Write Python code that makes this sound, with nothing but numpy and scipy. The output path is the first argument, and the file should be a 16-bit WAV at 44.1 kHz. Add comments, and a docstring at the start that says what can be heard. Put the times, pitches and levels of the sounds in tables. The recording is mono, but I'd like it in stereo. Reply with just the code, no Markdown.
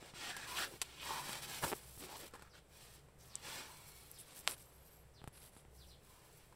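"""Close, scratchy rubbing: a cotton-gloved hand unscrews an oil filter deep in an engine bay.
Friction sings in the hollow under the hand, shakes plastic panels, rings the spinning can and squeaks.
Of two microphone ports close by, the right one has fingers brushing, knocking and snapping beside it.
Behind it all a small bird chirps and a distant machine hums in the outdoor air."""
import sys
import numpy as np
from scipy import signal
from scipy.fft import rfft, irfft
from scipy.io import wavfile

SR = 44100
rng = np.random.default_rng(int(sys.argv[2]) if len(sys.argv) > 2 else 0)


def int16_out(signal):
    """Quantize to a 16-bit WAV file."""
    q = np.round(np.clip(np.atleast_2d(signal).T, -1, 1) * 32767)
    wavfile.write(sys.argv[1], SR, q.astype(np.int16))


N = 289101
TIME = np.arange(N) / SR

DRAG_ATTACK, DRAG_RELEASE = 0.4, .17   # shares of a stroke's length
# tone of the cotton's rub and of the fine hiss on top: frequency_hz, gain_db
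RUB_EQ = [(40, -16), (140, -5.5), (300, -1.5), (1000, 0), (2800, -1.5), (5500, -2.5), (10000, -10.5),
          (16000, -10.5)]
HISS_EQ = [(2000, -23), (5500, -6), (8000, -6), (11500, 1), (16000, -1.5)]
# glove strokes on the can: start_s, length_s, rub_db, hiss_db, hollow_hz, hollow_q, hollow_db
GLOVE_DRAGS = [(-.03, 0.13, -55.5, -89, 417, 0.93, -60.5), (0.127, 0.082, -49, -70, 1200, 2, -73),
               (0.182, 0.13, -43.5, -61, 2660, 1.9, -48.5), (0.247, 0.13, -53.5, -68, 1650, 7.9, -51.5),
               (0.353, 0.1, -47.5, -72.5, 1610, 7.6, -48), (0.447, 0.11, -45.5, -48.5, 1020, 10, -47),
               (0.543, 0.096, -40.5, -40.5, 2730, 1.6, -37.5), (0.564, .078, -46, -50, 1550, 3.5, -35.5),
               (0.617, 0.14, -55.5, -52, 387, 1.4, -55.5), (0.75, 0.28, -56, -62.5, 2780, 2.1, -58.5),
               (0.987, 0.098, -49, -53, 2740, 3, -54), (1.012, .19, -43, -46.5, 977, 4.3, -42),
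               (1.196, 0.18, -44, -44.5, 980, 2.2, -55), (1.409, 0.049, -44.5, -43, 4500, 2.3, -52),
               (1.448, 0.14, -44.5, -45, 900, 7, -63.5), (1.593, 0.11, -45.5, -37, 410, 1.7, -49.5),
               (1.666, 0.17, -59.5, -56.5, 9300, 5.5, -61), (1.82, .19, -82, -52.5, 3050, 2, -70),
               (2.023, 0.039, -60, -49.5, 1100, 1.6, -69), (2.181, 0.062, -53, -54, 383, 1.4, -52),
               (2.284, 0.18, -65.5, -78, 1310, 2.6, -60.5), (2.524, .065, -59.5, -70, 1440, 5.3, -64.5),
               (2.653, 0.3, -61.5, -58.5, 2870, 0.5, -63.5), (3.195, 0.55, -58, -61, 1000, 5.3, -61.5),
               (3.394, 0.22, -45, -51.5, 990, 11, -74), (3.484, 0.62, -62, -54, 950, 2.7, -78),
               (4.095, 0.24, -64, -60.5, 1250, 7.2, -79), (4.426, 0.54, -71, -62, 885, 3, -73),
               (5.675, 0.23, -77, -60.5, 900, 2, -89), (5.928, 0.51, -67.5, -61, 2500, 2, -76.5),
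               (6.03, .24, -74, -78, 980, 5.8, -66)]
def glove():
    """Knitted cotton drags over the can; the moving hand keeps changing its colour."""
    rub_gain, hiss_gain = stroke_gains(GLOVE_DRAGS, DRAG_ATTACK, DRAG_RELEASE)
    rub = colour(slips(rough_db=0.58, plucks_per_s=260, grain=0.24), RUB_EQ)
    hiss = colour(slips(rough_db=1.94, plucks_per_s=280, grain=0.14), HISS_EQ)
    rub = moving_echoes(rub, depth=.42, gap_s=.0014)
    hiss = moving_echoes(hiss, depth=.36, gap_s=.0007)
    return rub_gain * rub * pan(0.3, 1.3) + hiss_gain * hiss * pan(0.2, 0.6)


SLIDE_ATTACK, SLIDE_RELEASE = 0.41, 0.16   # shares of a stroke's length
# tone of sliding skin: frequency_hz, gain_db
SKIN_EQ = [(60, -22), (200, -4.5), (380, -2.5), (1000, -4), (1600, -6), (4000, -7), (7000, -13),
           (16000, -50)]
# finger strokes narrowing a gap: start_s, length_s, friction_db, hiss_db, gap_hz, gap_db
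FINGER_SLIDES = [(1.72, 0.069, -53, -47.5, 450, -64), (1.76, 0.23, -61, -54, 2450, -82.5),
                 (1.971, 0.11, -49, -47, 417, -52.5), (2.059, .11, -47, -44, 910, -52.5),
                 (2.157, 0.12, -53.5, -49, 2380, -61), (2.733, 0.17, -65, -64, 8250, -73),
                 (3.17, 0.12, -62, -57.5, 6060, -65), (4.179, 0.035, -70, -50, 10200, -50),
                 (4.256, 0.075, -56, -60, 9000, -62), (4.332, 0.07, -52, -48.5, 13600, -68),
                 (4.39, 0.087, -57, -56, 8200, -67), (4.463, 0.045, -45.5, -41, 1320, -47),
                 (4.497, 0.045, -46.5, -43, 10100, -48.5), (4.547, 0.08, -62.5, -51.5, 8300, -67),
                 (5.318, 0.068, -58, -65, 11000, -54), (5.368, 0.11, -57.5, -53.5, 11000, -59),
                 (5.506, 0.097, -63, -61, 10000, -61.5)]
def fingers():
    """Skin slides so near the right port that the left one hardly hears it."""
    friction_gain, hiss_gain = stroke_gains(FINGER_SLIDES, SLIDE_ATTACK, SLIDE_RELEASE)
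    friction = rms_one(colour(slips(rough_db=1.84, plucks_per_s=87, grain=0.13), SKIN_EQ))
    hiss = rms_one(colour(slips(rough_db=3.0, plucks_per_s=200, grain=0.11), HISS_EQ))
    return (friction_gain * friction + hiss_gain * hiss) * pan(-19, 0)


def hollows():
    """Drags sound the hollow under the hand, slides the gap at the right port; both glide in pitch."""
    out, friction = np.zeros((2, N)), slips(rough_db=2.5, plucks_per_s=660, grain=0.1)
    for start, length, _, _, hz, q, db in GLOVE_DRAGS:
        span, shape = stroke_shape(start, length, DRAG_ATTACK, DRAG_RELEASE)
        hollow = sing(friction[:, span], hz, q, glide_hz_per_s=-250)
        out[:, span] += from_db(db) * shape * hollow * pan(-3, 0)
    for start, length, _, _, hz, db in FINGER_SLIDES:
        span, shape = stroke_shape(start, length, SLIDE_ATTACK, SLIDE_RELEASE)
        gap = sing(friction[:, span], hz, q=4.7, glide_hz_per_s=2940)
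        out[:, span] += from_db(db) * shape * gap * pan(-21, 0)
    return out


# ring of the plastic panels: pitch_hz, width_hz, gain_db
PANEL_MODES = [(130, 51, 2.5), (486, 134, 6), (840, 103, 9), (1013, 124, 9.5), (1425, 130, 2),
               (1660, 210, 0.5)]
# the glove catches on parts: start_s, scuff_db, ring_db, decay_s
GLOVE_CATCHES = [(.06, -52, -58, .008), (.366, -38, -45, .006), (.8162, -29, -42, .007),
                 (1.2926, -42, -43, .008), (1.3298, -35, -46, .004), (1.354, -40, -54, .004),
                 (1.496, -47, -54, .005), (2.3946, -48, -45, .002), (2.413, -56, -50, .002),
                 (1.625, -52, -37, .01), (1.6312, -38, -33, .012), (1.638, -39, -30, .014),
                 (1.678, -40, -46, .014), (2.3372, -50, -45, .010), (2.352, -51, -47, .010),
                 (2.4222, -46, -44, .006), (3.085, -68, -60, .01), (4.565, -66, -57, .006),
                 (5.2418, -60, -56, .006), (5.2765, -55, -53, .008), (6.525, -64, -53, .010)]
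def scuffs(left_lag_s=.00068):
    """Each catch is a burst of friction that also shakes the panels, heard first at the right port."""
    scuff_gain, ring_gain = np.zeros(N), np.zeros(N)
    for start, scuff_db, ring_db, decay in GLOVE_CATCHES:
        burst = (TIME >= start) * np.exp(-np.clip((TIME - start) / decay, 0, 20))
        scuff_gain += from_db(scuff_db) * burst
        ring_gain += from_db(ring_db) * burst
    shake = rng.standard_normal(N)
    late_shake = np.interp(TIME - left_lag_s, TIME, shake)
    drive = np.array([0.67 * late_shake, shake]) + diffuse()
    ring = sum((-1) ** k * from_db(db) * signal.lfilter(*resonance(hz, width), drive)
               for k, (hz, width, db) in enumerate(PANEL_MODES))
    return scuff_gain * scuff_friction() + ring_gain * rms_one(ring)


# tone of a scuff: frequency_hz, gain_db
SCUFF_EQ = [(100, -12), (600, -3), (2800, 3.5), (6000, 2), (11000, 4), (16000, -3.5)]
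def scuff_friction():
    """The bright, gritty scrape of catching cotton."""
    return rms_one(colour(slips(rough_db=1.1, plucks_per_s=700, grain=0.3), SCUFF_EQ))


# ring of the microphone's casing: pitch_hz, gain_db, decay_s
CASING_MODES = [(443, -7, 0.0054), (870, -7.5, 0.0021), (1350, -12.5, 0.002)]
# soft knocks on the casing: start_s, level_db, boom_hz
CASING_KNOCKS = [(.027, -29.5, 265), (.138, -33, 151), (0.739, -35, 129), (1.108, -24, 330),
                 (1.641, -37, 143), (1.657, -30, 89), (1.718, -16.5, 328), (1.7245, -18, 340),
                 (1.729, -12.5, 323), (1.7341, -14.5, 310), (1.976, -35, 76.6), (1.293, -25.5, 200),
                 (2.3372, -40, 430), (2.354, -40, 433), (2.4222, -38, 420), (5.217, -34, 136),
                 (5.2413, -27.5, 132), (5.2757, -24.5, 129), (5.566, -34.5, 160), (5.651, -38, 159)]
def knocks(left_lag_s=.0009, boom_decay_cycles=0.79):
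    """A pressure spike, mostly at the right port, then the casing's damped boom and ring in both."""
    out, t = np.zeros((2, N)), np.arange(2048) / SR
    spike = np.exp(-t / 0.0001)
    for start, db, boom_hz in CASING_KNOCKS:
        body = -np.sin(2 * np.pi * boom_hz * t) * np.exp(-t * boom_hz / boom_decay_cycles)
        for hz, mode_db, decay in CASING_MODES:
            body += from_db(mode_db) * np.sin(2 * np.pi * hz * t) * np.exp(-t / decay)
        late_body = np.interp(t - left_lag_s, t, body, left=0)
        knock = np.array([0.17 * late_body + .04 * spike, 0.29 * body + 1.3 * spike])
        add(out, start, from_db(db) * knock)
    return cut(out, 2550, "low")


# sharp snaps beside the right port: start_s, level_db, pitch_hz, decay_s
FINGER_SNAPS = [(3.3551, -16, 7530, 0.000092), (4.1152, -23, 11800, 0.000091),
                (4.4761, -16, 10500, 0.00019), (.8165, -27, 4500, .00009), (4.4760, -1.5, 2940, .000052),
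                (4.4848, -23, 11000, .000055), (4.5115, -17.5, 10000, .000056),
                (5.241, -39, 10400, 0.00008), (5.276, -32, 10000, 0.000043), (5.282, -32, 11000, 0.000056)]
def snaps(thud_hz=880):
    """A sticking contact lets go: a tiny ringing crack, a dull thud through the casing, faint echoes."""
    out, t = np.zeros((2, N)), np.arange(1024) / SR
    for start, db, hz, decay in FINGER_SNAPS:
        crack = -np.sin(2 * np.pi * hz * t) * t / decay * np.exp(1 - t / decay)
        weight = min(1, 900 / hz) ** 2   # higher snaps carry less thud
        thud = weight * np.sin(2 * np.pi * thud_hz * t) * np.exp(-t / .0007)
        add(out, start, from_db(db) * np.array([.012 * crack + .22 * thud, crack - .6 * thud]))
    out = cut(out, 620, "high", order=5)
    return out + from_db(-14) * reflections(out, t60_s=.045)


# the forearm leans on a panel: start_s, length_s, level_db
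ARM_LEANS = [(0.89, 0.83, -62), (2.66, 0.99, -66.5)]
def leaning():
    """A panel rumbles in its lowest mode under the moving forearm."""
    out = np.zeros((2, N))
    mode = signal.lfilter(*resonance(hz=139, width_hz=18), diffuse())
    rumble = rms_one(cut(mode, 340, "low"))
    for start, length, db in ARM_LEANS:
        span, shape = stroke_shape(start, length, attack=0.39, release=0.22)
        out[:, span] += from_db(db) * shape * rumble[:, span] * pan(-2, 0)
    return out


# ring of the filter can: pitch_hz, width_hz, left_db, right_db
CAN_MODES = [(1200, 180, -82.5, -87), (2240, 110, -69, -78.5), (4235, 130, -79.5, -68)]
def spinning_can():
    """The thread's friction rings the can while it spins."""
    out = np.zeros((2, N))
    span, shape = stroke_shape(start_s=3.48, length_s=0.55, attack=0.24, release=0.078)
    friction = diffuse()[:, span]
    for hz, width_hz, left_db, right_db in CAN_MODES:
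        out[:, span] += pan(left_db, right_db) * shape * sing(friction, hz, q=hz / width_hz)
    return out


# path of the turning filter's faint squeak: time_s, pitch_hz, level_db
SQUEAK_CURVE = [(4.55, 12000, -80), (4.58, 12600, -62), (4.62, 11500, -65), (4.675, 12600, -62),
                (4.73, 11600, -61), (4.765, 12450, -60), (4.98, 12500, -62), (5.01, 11650, -63),
                (5.07, 11300, -85)]
def squeak():
    """A thin stick-slip squeal that breaks up into two wavering strands."""
    times, pitches, levels = np.transpose(SQUEAK_CURVE)
    hz, db = np.interp(TIME, times, pitches), np.interp(TIME, times, levels)
    out, sounding = 0, (TIME > times[0]) & (TIME < times[-1])
    for ratio, waver, strand_db in ((1, .006, -1), (.95, .03, -9)):
        strand = tone(ratio * hz * (1 + waver * drift(35) + .015 * drift(1500)))
        flicker = np.clip(.65 + .6 * drift(110), 0, 1.3)
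        out = out + from_db(db + strand_db) * flicker * strand
    return out * sounding * pan(0, 2)


# a small bird's calls: start_s, level_db
BIRD_CHIRPS = [(2.492, -63.5), (3.289, -58.5), (4.129, -58), (5.134, -63), (5.771, -60.5), (5.87, -60.5)]
def bird(length_s=.085, start_hz=5970, end_hz=2670):
    """Quick, hoarse downward chirps, blurred by the walls around."""
    out, t = np.zeros((2, N)), np.arange(int(length_s * SR)) / SR
    sweep_hz = np.interp(t, [0, length_s], [start_hz, end_hz])
    swell = np.sqrt(np.abs(np.sin(np.pi * t / length_s)))
    for start, db in BIRD_CHIRPS:
        rasp = 1 + 0.088 * drift(1195)[:len(t)]
        add(out, start, from_db(db) * swell * tone(sweep_hz * rasp) * pan(-4, 0))
    return 1.05 * out + reflections(out, t60_s=0.37)


# low drones of the machine: pitch_hz, level_db
HUM_TONES = [(64.6, -72), (118.4, -78)]
def machine():
    """A distant hum, unsteady in pitch and level."""
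    hum = 0
    for hz, db in HUM_TONES:
        drone = np.sqrt(2) * tone(hz + 2 * drift(8.3))
        hum = hum + from_db(db + 3 * drift(9)) * drone
    return from_db(-1) * hum


# tone of the outdoor air: frequency_hz, gain_db
AIR_EQ = [(20, -2), (40, -4.5), (70, -5), (150, 2.5), (250, -11), (420, -3), (900, -10.5), (2000, -15.5),
          (4000, -23), (9000, -21.5), (16000, -22)]
def air():
    """A soft, dark bed of outdoor noise."""
    return from_db(-63) * rms_one(colour(diffuse(), AIR_EQ))


def slips(rough_db, plucks_per_s, grain):
    """Friction: a fluttering mass of tiny slips, with single threads plucking free among them."""
    plucks = (rng.random(N) < plucks_per_s / SR) * rng.uniform(-0.74, 1, (2, N))
    flutter = diffuse() * from_db(rough_db * (drift(260) + drift(40)))
    return rms_one(flutter + grain * rms_one(plucks))


def stroke_shape(start_s, length_s, attack, release):
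    """A stroke swells, holds and dies away: its samples and their gains."""
    end_s = start_s + length_s * (1 + 7 * release)
    span = np.arange(max(int(start_s * SR), 0), min(int(end_s * SR), N))
    progress = (span / SR - start_s) / length_s
    swell = np.sin(np.pi / 2 * np.clip(progress / attack, 0, 1)) ** 2
    return span, swell * np.exp(-np.maximum(progress - 1, 0) / release)


def stroke_gains(strokes, attack, release):
    """Gains of friction and hiss over time; overlapping strokes add in power."""
    power = np.zeros((2, N))
    for start, length, friction_db, hiss_db, *_ in strokes:
        span, shape = stroke_shape(start, length, attack, release)
        power[:, span] += (from_db([[friction_db], [hiss_db]]) * shape) ** 2
    return np.sqrt(power)


def sing(drive, centre_hz, q, glide_hz_per_s=0, block=128):
    """Friction in a resonance that can glide; a second pass keeps the skirts dark."""
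    sound, state = drive.copy(), np.zeros((2, 2, 2))
    for i in range(0, sound.shape[1], block):
        offset_s = (i - sound.shape[1] / np.e) / SR
        hz = np.clip(centre_hz + glide_hz_per_s * offset_s, centre_hz / 2, centre_hz * 2)
        sections = [np.concatenate(resonance(hz, w)) for w in (centre_hz / q, 2 * centre_hz / q)]
        sound[:, i:i + block], state = signal.sosfilt(sections, sound[:, i:i + block], zi=state)
    return rms_one(sound)


def moving_echoes(x, depth, gap_s, count=3):
    """Echoes between the moving hand and nearby parts comb the sound with shifting peaks."""
    out, index, echo = x.copy(), np.arange(N), cut(x, 900, "high")
    for port in range(2):
        for k in range(count):
            lag_s = gap_s * (k + 1) * np.exp(.16 * drift(3.5))
            out[port] += (-1) ** k * depth * np.interp(index - lag_s * SR, index, echo[port])
    return rms_one(out)


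def reflections(x, t60_s, size=16384):
    """Dense dying echoes, different at each port."""
    t = np.arange(size) / SR
    tail = rng.standard_normal((2, size)) * from_db(-60 * t / t60_s) * (t > .001)
    return signal.oaconvolve(x, tail / np.sqrt(np.sum(tail ** 2) / 2), axes=-1)[:, :N]


def diffuse(alike_hz=650):
    """White stereo noise: the ports share the long waves only."""
    shared, own = rng.standard_normal(N), rng.standard_normal((2, N))
    field = cut(shared, alike_hz, "low") + cut(own, alike_hz, "high")
    return rms_one(field + 0.53 * rng.standard_normal((2, N)))


def drift(rate_hz):
    """A smooth random wander of spread 1."""
    steps = rng.standard_normal(N // 8)
    return rms_one(np.interp(TIME * rate_hz, np.arange(len(steps)), steps))


def colour(x, eq, size=4096):
    """Causal (minimum-phase) filter with the given gains."""
    hz, db = np.transpose(eq)
    grid_hz = np.maximum(np.arange(size // 2 + 1) * SR / size, 1)
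    gains = from_db(np.interp(np.log(grid_hz), np.log(hz), db))
    cepstrum = irfft(np.log(gains))
    cepstrum[1:size // 2] *= 2
    cepstrum[size // 2 + 1:] = 0
    impulse = irfft(np.exp(rfft(cepstrum)))
    return signal.oaconvolve(x, impulse[None], axes=-1)[:, :x.shape[-1]]


def resonance(hz, width_hz):
    """Two-pole band-pass coefficients, gain 1 on top."""
    r = np.exp(-np.pi * width_hz / SR)
    return (1 - r * r) / 2 * np.array([1, 0, -1]), [1, -2 * r * np.cos(2 * np.pi * hz / SR), r * r]


def cut(x, hz, kind, order=2):
    """Butterworth low-pass or high-pass."""
    return signal.sosfilt(signal.butter(order, hz, kind, fs=SR, output="sos"), x)


def add(out, start_s, sound):
    """Mix a short stereo sound in at a time."""
    at = int(round(start_s * SR))
    out[:, at:at + sound.shape[-1]] += sound[:, :N - at]


def tone(hz):
    return np.sin(2 * np.pi * np.cumsum(hz) / SR)


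def pan(left_db, right_db):
    return from_db([[left_db], [right_db]])


def from_db(db):
    return 10 ** (np.asarray(db) / 20)


def rms_one(x):
    return x / np.sqrt(np.mean(x ** 2) + 1e-20)


def scene():
    """The hand's work echoes between engine and bodywork; the other layers are mixed over it."""
    hand = glove() + hollows() + leaning() + spinning_can()
    echoes, echo_gain = reflections(cut(hand, 203, "high"), t60_s=0.083), from_db(-7)
    in_bay = (hand + echo_gain * echoes) / np.hypot(1, echo_gain)
    return in_bay + scuffs() + fingers() + knocks() + snaps() + bird() + squeak() + machine() + air()


# tone of each microphone port: frequency_hz, gain_db
LEFT_PORT_EQ = [(60, 6), (250, -2.5), (1750, -1), (1950, -0.5), (2300, -0.5), (4400, -2), (5400, -10.5),
                (6900, -12.5), (8000, -7.5), (8900, -11), (10000, -7), (12000, -13.5), (16000, -17.5)]
RIGHT_PORT_EQ = [(60, -1), (200, -1), (1650, -1.5), (1950, -2), (2350, -0.5), (5700, -0.5), (6900, -4.5),
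                 (7500, 4), (8200, 4), (9500, -1), (16000, -7.5)]
def record(dry):
    """Each port has its own colour; the top is cut steeply."""
    ports = np.vstack([colour(dry[:1], LEFT_PORT_EQ), colour(dry[1:], RIGHT_PORT_EQ)])
    cutoff_hz = 15700
    return signal.sosfilt(signal.ellip(10, .2, 80, cutoff_hz, fs=SR, output="sos"), ports)


dry = scene()
out = record(dry)
int16_out(out)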